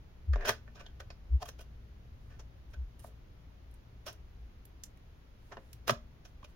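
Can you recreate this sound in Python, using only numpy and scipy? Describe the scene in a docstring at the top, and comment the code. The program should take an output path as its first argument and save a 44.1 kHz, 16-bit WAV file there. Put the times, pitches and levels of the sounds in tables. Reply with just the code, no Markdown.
"""A deep thud, then a crunch and snap of plastic: hands and a small screwdriver work on a laptop's
bottom cover, on a bench in a quiet room. Each touch is a short run of stick-slip friction that rings
the cover's resonances; twice its edge crunches and snaps home under pressure. The steel bit ticks
lightly on the screws, fingers rub the textured plastic, and pushes rock the bench in a few more thuds.
Faint room air and the low hum of a motor lie under everything."""
import sys
import numpy as np
from scipy import signal
from scipy.fft import rfft, irfft
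from scipy.io import wavfile
from scipy.ndimage import uniform_filter1d

SR = 44100
rng = np.random.default_rng(int(sys.argv[2]) if len(sys.argv) > 2 else 0)


def wrap_up_sound(samples):
    """Save the sound to the file named by the first command line argument, as 16-bit audio."""
    columns = np.atleast_2d(samples).T
    # keep every value between -1 and 1, then stretch to whole-number steps
    tamed = np.clip(columns, -1, 1)
    steps = np.round(tamed * 32767).astype(np.int16)
    wavfile.write(sys.argv[1], SR, steps)


N = 289186
TOUCH_SAMPLES, LEAD_SAMPLES = 16384, 2048   # span of one touch, and the part kept for its build-up
CUTOFF_HZ = 15900


# Fingers and tool knock on the cover, or its edge snaps home. Each row: release time in seconds,
# build-up time constant in seconds, 60 dB decay time in seconds, base level in dB, treble lost to a
# soft contact in dB, resonance of the touched spot in Hz, its lift in dB.
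COVER_TOUCHES = [(.3335, 0.0015, 0.063, -48.5, 23, 1680, 18), (.358, 0.00029, 0.04, -40.5, 56, 600, 4.5),
                 (.409, 0.0023, 0.2, -55.5, 23.5, 1760, 18), (.452, 0.0031, 0.081, -39.5, 33, 1700, 10),
                 (0.4936, 0.0048, 0.037, -33.5, 8, 1740, 12), (.677, 0.00045, .055, -63, 39, 1830, 19),
                 (.757, 0.0053, 0.074, -60.5, 21.5, 5150, 6.5), (.798, 0.006, .09, -58, 21, 635, -11),
                 (.81, 0.0056, .036, -52, 30, 640, -6), (.864, 0.0026, .034, -60, 22.5, 3330, 20.5),
                 (1.002, 0.0026, 0.05, -52, 16, 1750, 7.5), (1.103, 0.00065, 0.067, -53.5, 27, 4900, 10.5),
                 (1.428, 0.0082, 0.036, -47.5, 14.5, 800, 14), (1.457, .003, 0.047, -60, 1, 1090, 10),
                 (1.489, 0.007, 0.037, -51.5, 5, 6500, 6.5), (1.593, 0.0049, 0.046, -60.5, 10, 720, 8),
                 (1.608, 0.0037, .08, -62.5, 3, 614, 3), (2.395, 0.0022, 0.059, -59, 16, 6400, 13.5),
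                 (2.739, 0.0047, 0.04, -61.5, 15, 1500, 11), (2.994, .002, 0.088, -72, -0.5, 9550, 13),
                 (3.044, 0.0018, 0.022, -45, 104, 1030, -2), (4.066, 0.0038, 0.16, -50, 8.5, 396, 7),
                 (5.522, 0.0045, 0.081, -49.5, 38.5, 1180, 7), (5.569, 0.00088, 0.061, -47, 56, 1200, 5),
                 (5.8793, .003, 0.074, -39, 9, 1660, 8), (5.8946, 0.00029, 0.027, -26, 28, 1100, 8.5),
                 (5.906, 0.0015, 0.023, -38, 10, 820, 6.5), (6.252, .0027, 0.071, -61.5, 13.5, 5900, 7),
                 (6.429, 0.0013, 0.032, -63.5, 22, 1050, 23.5), (6.445, 0.0025, 0.039, -59, 14, 2760, 8.5)]

def touches(snap_strength=1.21, sudden_s=0.00043):
    """Elastic release: slips grow and end in one snap, the stronger the more sudden the touch."""
    out = np.zeros((2, N + TOUCH_SAMPLES))
    for release_s, build_s, t60, level_db, loss_db, spot_hz, lift_db in COVER_TOUCHES:
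        drive = slips(pressure(build_s, hold_s=0, swell_db=0, t60=t60))
        drive[LEAD_SAMPLES] += snap_strength / (1 + build_s / sudden_s)
        add_with_lead(out, release_s, cover(drive, level_db, loss_db, spot_hz, lift_db))
    return out[:, :N]


# The plastic creaks under pressure. Each row: start in seconds, hold in seconds, swell over the hold
# in dB, base level in dB, treble loss in dB, resonance of the spot in Hz, its lift in dB.
COVER_CREAKS = [(0.372, 0.095, 7, -46.5, 65, 1740, 7.5), (0.453, 0.034, 6.5, -39, 12.5, 1600, 5),
                (0.479, 0.017, 0.5, -38, 10, 1770, 7.5), (0.766, 0.15, -18, -63, 24, 1560, 11.5),
                (2.3, 0.055, -5, -67.5, 25, 1650, 10), (3.059, 0.027, 4, -70, 49, 470, 17),
                (4.079, 0.023, -12, -51.5, 19, 5600, 11.5), (5.883, 0.029, -15, -46, 6, 2480, 5)]

def creaks(attack_s=0.0011, release_t60=0.087):
    """Sustained stick-slip: under a held force the slips run on as a crunch, without a snap."""
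    out = np.zeros((2, N + TOUCH_SAMPLES))
    for start_s, hold_s, swell_db, level_db, loss_db, spot_hz, lift_db in COVER_CREAKS:
        drive = slips(pressure(attack_s, hold_s, swell_db, release_t60))
        add_with_lead(out, start_s, cover(drive, level_db, loss_db, spot_hz, lift_db))
    return out[:, :N]


def pressure(build_s, hold_s, swell_db, t60):
    """Exponential loading: force builds, swells or eases while held, and decays once let go."""
    t = (np.arange(TOUCH_SAMPLES) - LEAD_SAMPLES) / SR
    build_up = np.exp(np.minimum(t, 0) / build_s)
    held_db = swell_db * np.clip(t / max(hold_s, 1 / SR), 0, 1)
    decay_db = 60 * np.maximum(t - hold_s, 0) / t60
    return build_up * from_db(held_db - decay_db)


def slips(force, slips_per_s=2600, spread_db=1):
    """Stick-slip friction: plastic gives way at random moments, each slip as strong as the force."""
    slipping = rng.random(TOUCH_SAMPLES) < slips_per_s / SR
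    sizes = from_db(spread_db * np.clip(rng.standard_normal(TOUCH_SAMPLES), -2, 2))
    signs = rng.choice([-1, 1], TOUCH_SAMPLES)
    return unit_energy(force * slipping * sizes * signs)


# Registers of the cover, from knock to fizz. Each row: lower edge in Hz, upper edge in Hz, level offset
# in dB, share of the treble loss, side against mid in dB, reverberation time in seconds, pan in dB.
COVER_REGISTERS = [(215.2, 823, 1, 0.021, -10, 0.2, 1), (858, 2240, -.5, 0.12, -2.5, 0.19, -2.5),
                   (2570, 6330, 2.95, 0.36, 0, 0.19, -2.5), (7470, 22200, 2.7, 1, -0.5, 0.14, -2.5)]

def cover(drive, level_db, loss_db, spot_hz, lift_db):
    """Forced vibration: slips ring the cover and the touched spot; a soft contact excites less treble."""
    hz = np.arange(TOUCH_SAMPLES // 2 + 1) * SR / TOUCH_SAMPLES
    plate = cover_response(hz, scatter_db=2.2, direct_s=0.000465, sideways_s=0.0019)
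    spot = mode_response(hz, spot_hz, lift_db, width_hz=0.18 * spot_hz)
    vibration = irfft(rfft(drive) * plate * spot)
    out = 0
    for low_hz, high_hz, register_db, loss_share, side_db, room_t60, pan_db in COVER_REGISTERS:
        register = band(vibration, low_hz, high_hz, order=4)
        register = with_room(register, room_t60, wet_db=-12, arrival_s=0.0042)
        spot_db = 0.49 * lift_db * (low_hz < spot_hz < high_hz)   # the spot's register shares its lift
        out += placed(register, level_db + register_db + spot_db - loss_share * loss_db, side_db, pan_db)
    return out


# Resonances of the cover. Each row: frequency in Hz, lift in dB (negative for a dip), width in Hz.
COVER_MODES = [(230.4, 8, 4.7), (295, -15.5, 97), (395, 8, 22), (442, 5, 21), (538.6, 5.5, 13),
               (606, 11, 39), (697.5, 9.5, 35), (790, -4.5, 210), (885, 3, 48), (1024, 1.5, 52),
               (1240, -7, 98), (1160, -0.5, 96), (1232, 13, 100), (1510, 11.5, 36), (1638, 6.5, 31),
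               (1785, 8, 52), (2460, 7, 170), (2860, 8, 41), (3210, 7, 64), (3700, 1.5, 27),
               (4440, -2.5, 840), (5390, 2.5, 89), (6700, 2, 360)]

def cover_response(hz, scatter_db, direct_s, sideways_s):
    """Modal response of the cover, as mid and side: each spot weights the modes a little differently."""
    colour = 1
    for centre_hz, lift_db, width_hz in COVER_MODES:
        scattered_db = lift_db + scatter_db * rng.standard_normal()
        colour = colour * mode_response(hz, centre_hz, scattered_db, width_hz)
    return colour * np.array([dispersion(hz, direct_s), dispersion(hz, sideways_s)])


def mode_response(hz, centre_hz, lift_db, width_hz):
    """Damped resonance: one mode stands lift_db above its surroundings."""
    detuning = centre_hz ** 2 - hz ** 2
    damping = 1j * hz * width_hz
    return (detuning + damping * from_db(lift_db)) / (detuning + damping)


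def dispersion(hz, travel_s, count=90):
    """Dispersion: bending waves cross the plate by many paths, treble first, smearing a slip in time."""
    knots_hz = np.geomspace(200, CUTOFF_HZ, count)
    group_delay_s = travel_s * (1000 / knots_hz) ** .25 * rng.exponential(1, count)
    phase_cycles = np.cumsum(np.interp(hz, knots_hz, group_delay_s)) * hz[1]
    return np.exp(-2j * np.pi * phase_cycles)


# The steel bit meets a screw. Each row: start in seconds, level in dB, ring frequency in Hz,
# ring against crack in dB.
SCREW_TICKS = [(3.042, -62, 9900, 3), (3.069, -68, 9700, 3), (3.711, -72, 10400, 1),
               (3.740, -66.5, 10000, 0), (4.128, -59.5, 9400, -12), (4.653, -57.5, 13300, 1),
               (4.836, -43, 6500, 0), (4.862, -69, 6950, -5), (4.973, -67.5, 2220, 1),
               (5.7302, -52, 6350, -42)]

def ticks(crack_t60, low_hz):
    """Hard impact: small steel parts meet with a thin crack and a short, bright ring."""
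    out = np.zeros((2, N + TOUCH_SAMPLES))
    t = np.arange(TOUCH_SAMPLES) / SR
    decay = from_db(-60 * t / crack_t60)
    for start_s, level_db, ring_hz, ring_db in SCREW_TICKS:
        crack = band(rng.standard_normal((2, TOUCH_SAMPLES)) * decay, low_hz, CUTOFF_HZ)
        ring = resonance(resonance(crack, ring_hz, q=1.7), ring_hz, q=2.0)
        tick = unit_energy(crack) + from_db(ring_db) * unit_energy(ring)
        tick = with_room(tick, t60=0.108, wet_db=-13.5, arrival_s=0.013)
        start = round(start_s * SR)
        out[:, start:start + TOUCH_SAMPLES] += placed(tick, level_db, side_db=0.0, pan_db=-3.0)
    return out[:, :N]


# Fingers slide over the plastic. Each row: middle of the stroke in seconds, half length in seconds,
# rms level at the middle in dB.
FINGER_STROKES = [(2.27, .09, -87), (2.716, 0.016, -80), (3.056, 0.039, -68.5), (5.483, 0.072, -81.5),
                  (5.684, 0.106, -83.5), (6.288, .018, -81), (6.5, 0.02, -80.5)]

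def rubs(grain_db):
    """Sliding friction: skin on the fine texture gives a faint, grainy hiss."""
    t = np.arange(N) / SR
    strokes = sum(from_db(level_db) * np.exp(-((t - middle_s) / half_s) ** 2)
                  for middle_s, half_s, level_db in FINGER_STROKES)
    grains = rng.standard_normal((2, N)) * from_db(grain_db * rng.uniform(-1, 1, N))
    hiss = band(grains, low_hz=2520, high_hz=15500, order=1)
    return left_right(strokes * hiss / hiss.std(), pan_db=-7.5)


# Deep thuds of bench and laptop body. Each row: time of the crest in seconds, pitch there in Hz,
# peak level in dB, rise in seconds, fall in seconds.
BENCH_THUDS = [(0.298, 74.6, -22, 0.014, 0.1), (.497, 114, -40.5, 0.0069, 0.031),
               (1.35, 66.4, -19, 0.034, 0.025), (2.8, 66.4, -32, 0.024, 0.06),
               (4.44, 59.3, -44.5, 0.069, .04), (5.92, 243, -41, .011, 0.012),
               (5.929, 127, -33.5, 0.028, 0.0075)]

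def thuds(sag_s=0.084):
    """Load-dependent resonance: a push rocks bench and laptop, highest in pitch at the greatest load."""
    mid = np.zeros(N)
    for crest_s, hz, peak_db, rise_s, fall_s in BENCH_THUDS:
        t = np.arange(N) / SR - crest_s
        envelope = np.exp(-(t / np.where(t < 0, rise_s, fall_s)) ** 2)
        cycles = hz * sag_s * np.arctan(t / sag_s)   # an octave lower at sag_s from the crest
        mid += from_db(peak_db) * envelope * np.cos(2 * np.pi * cycles)
    side = from_db(-18) * np.gradient(mid) * SR / (2 * np.pi * 66)   # quadrature, 18 dB down at 66 Hz
    return left_right([mid, side], pan_db=1.5)


# Tones of a motor nearby. Each row: frequency in Hz, base rms level in dB.
MOTOR_TONES = [(56.8, -59.5), (114, -66.5)]

def hum(waver_db):
    """Periodic vibration: a motor gives two low tones, each wavering at random in level."""
    t = np.arange(N) / SR
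    knots_s = np.arange(0, 7, .2)
    out = 0
    for hz, level_db in MOTOR_TONES:
        waver = np.interp(t, knots_s, rng.standard_normal(len(knots_s)))
        tone = np.sqrt(2) * np.sin(2 * np.pi * (hz * t + rng.random()))
        out += from_db(level_db + waver_db * waver) * tone
    return left_right([out, 0], pan_db=5.5)


# Spectrum of the still room. Each row: frequency in Hz, relative spectral density in dB.
AIR_SPECTRUM = [(18, -15.5), (29, -3), (42, -13.5), (57, -5), (85, -11), (130, -18), (230, -25.5),
                (800, -38.5), (3000, -46.5), (6800, -55.5), (7700, -71), (9000, -65.5), (11000, -60.5),
                (16000, -60.5)]
# Width of the room sound. Each row: frequency in Hz, side against mid in dB.
AIR_SPREAD = [(60, -24.5), (130, -10.5), (300, -8.5), (650, 1), (16000, 0)]

def room_air(gain_db=-67):
    """Diffuse noise: steady rumble and hiss, alike in both channels only in the bass."""
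    hz = np.arange(N // 2 + 1) * SR / N
    colour = from_db(at_hz(AIR_SPECTRUM, hz))
    midrange = (hz > 200) & (hz < 7000)
    colour /= np.sqrt(np.mean(colour ** 2 * midrange))
    mid, side = rfft(rng.standard_normal((2, N))) * colour
    side *= from_db(at_hz(AIR_SPREAD, hz))
    return from_db(gain_db) * left_right([irfft(mid, N), irfft(side, N)], pan_db=-0.1)


# Course of the low rumble and hum. Each row: time in seconds, level in dB, taken relative to the mean.
BASS_SWELL = [(0.7, -53.5), (2.74, -54), (5.25, -58.5), (5.71, -56), (6.56, -55.5)]

def background(bass_hz):
    """Slow amplitude modulation: the bass of air and hum sinks and swells."""
    steady = room_air() + hum(waver_db=2.5)
    bass = signal.sosfiltfilt(signal.butter(2, bass_hz, fs=SR, output="sos"), steady)
    swell_db = np.interp(np.arange(N) / SR, *np.transpose(BASS_SWELL))
    return steady + bass * (from_db(swell_db - swell_db.mean()) - 1)


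def with_room(x, t60, wet_db, arrival_s):
    """Reverberation: diffuse reflections gather after the direct sound and decay exponentially."""
    t = np.arange(TOUCH_SAMPLES) / SR
    gathering = 1 - np.exp(-(t / arrival_s) ** 2)
    tail = unit_energy(rng.standard_normal((2, TOUCH_SAMPLES)) * gathering * from_db(-60 * t / t60))
    return x + from_db(wet_db) * signal.fftconvolve(x, tail, axes=-1)[:, :TOUCH_SAMPLES]


def add_with_lead(out, time_s, sound):
    """Superposition: a sound of the cover joins the scene, its build-up ahead of time_s."""
    start = round(time_s * SR) - LEAD_SAMPLES
    out[:, start:start + TOUCH_SAMPLES] += sound


def placed(mid_side, level_db, side_db, pan_db):
    """Decorrelation gives width: the side keeps what the mid lacks; the loudest 5 ms set each level."""
    mid, side = mid_side
    pair = np.array([mid, side - mid * (side @ mid) / (mid @ mid)])
    power = uniform_filter1d(pair ** 2, size=SR // 200)
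    crest_rms = np.sqrt(power.max(axis=-1, keepdims=True) + 1e-20)
    return left_right(pair / crest_rms * from_db(level_db) * from_db([[0], [side_db]]), pan_db)


def left_right(mid_side, pan_db):
    """Sum and difference turn mid and side into two channels, leaning left by pan_db."""
    mid, side = mid_side
    return np.array([mid + side, mid - side]) * from_db([[pan_db / 2], [-pan_db / 2]])


def resonance(x, hz, q):
    """Second-order resonator with a gain of one at its centre."""
    return signal.lfilter(*signal.iirpeak(min(hz, .45 * SR), max(q, 1), fs=SR), x)


def band(x, low_hz, high_hz, order=3):
    """Causal band-pass filter."""
    edges_hz = [low_hz, min(high_hz, .45 * SR)]
    return signal.sosfilt(signal.butter(order, edges_hz, "band", fs=SR, output="sos"), x)


def at_hz(points, hz):
    """Interpolation of a spectrum on a log-frequency axis."""
    knots, values = np.transpose(points)
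    return np.interp(np.log(np.maximum(hz, 1)), np.log(knots), values)


def unit_energy(x):
    """Normalisation of each row to an energy of one."""
    return x / np.sqrt(np.sum(x ** 2, axis=-1, keepdims=True) + 1e-20)


def from_db(db):
    """Decibels to amplitude ratio."""
    return 10 ** (np.asarray(db) / 20)


def scene():
    """Superposition: the work on the cover adds to the sound of the room."""
    work = touches() + creaks() + ticks(crack_t60=0.032, low_hz=1910) + rubs(grain_db=4.5) + thuds()
    return work + background(bass_hz=197)


def record(dry):
    """Frequency response of the microphone: a narrow dip in the treble, then a steep low-pass."""
    dipped = dry - resonance(dry, hz=7930, q=12.6)
    return signal.sosfilt(signal.ellip(12, .1, 80, CUTOFF_HZ, fs=SR, output="sos"), dipped)


dry = scene()
out = record(dry)
wrap_up_sound(out)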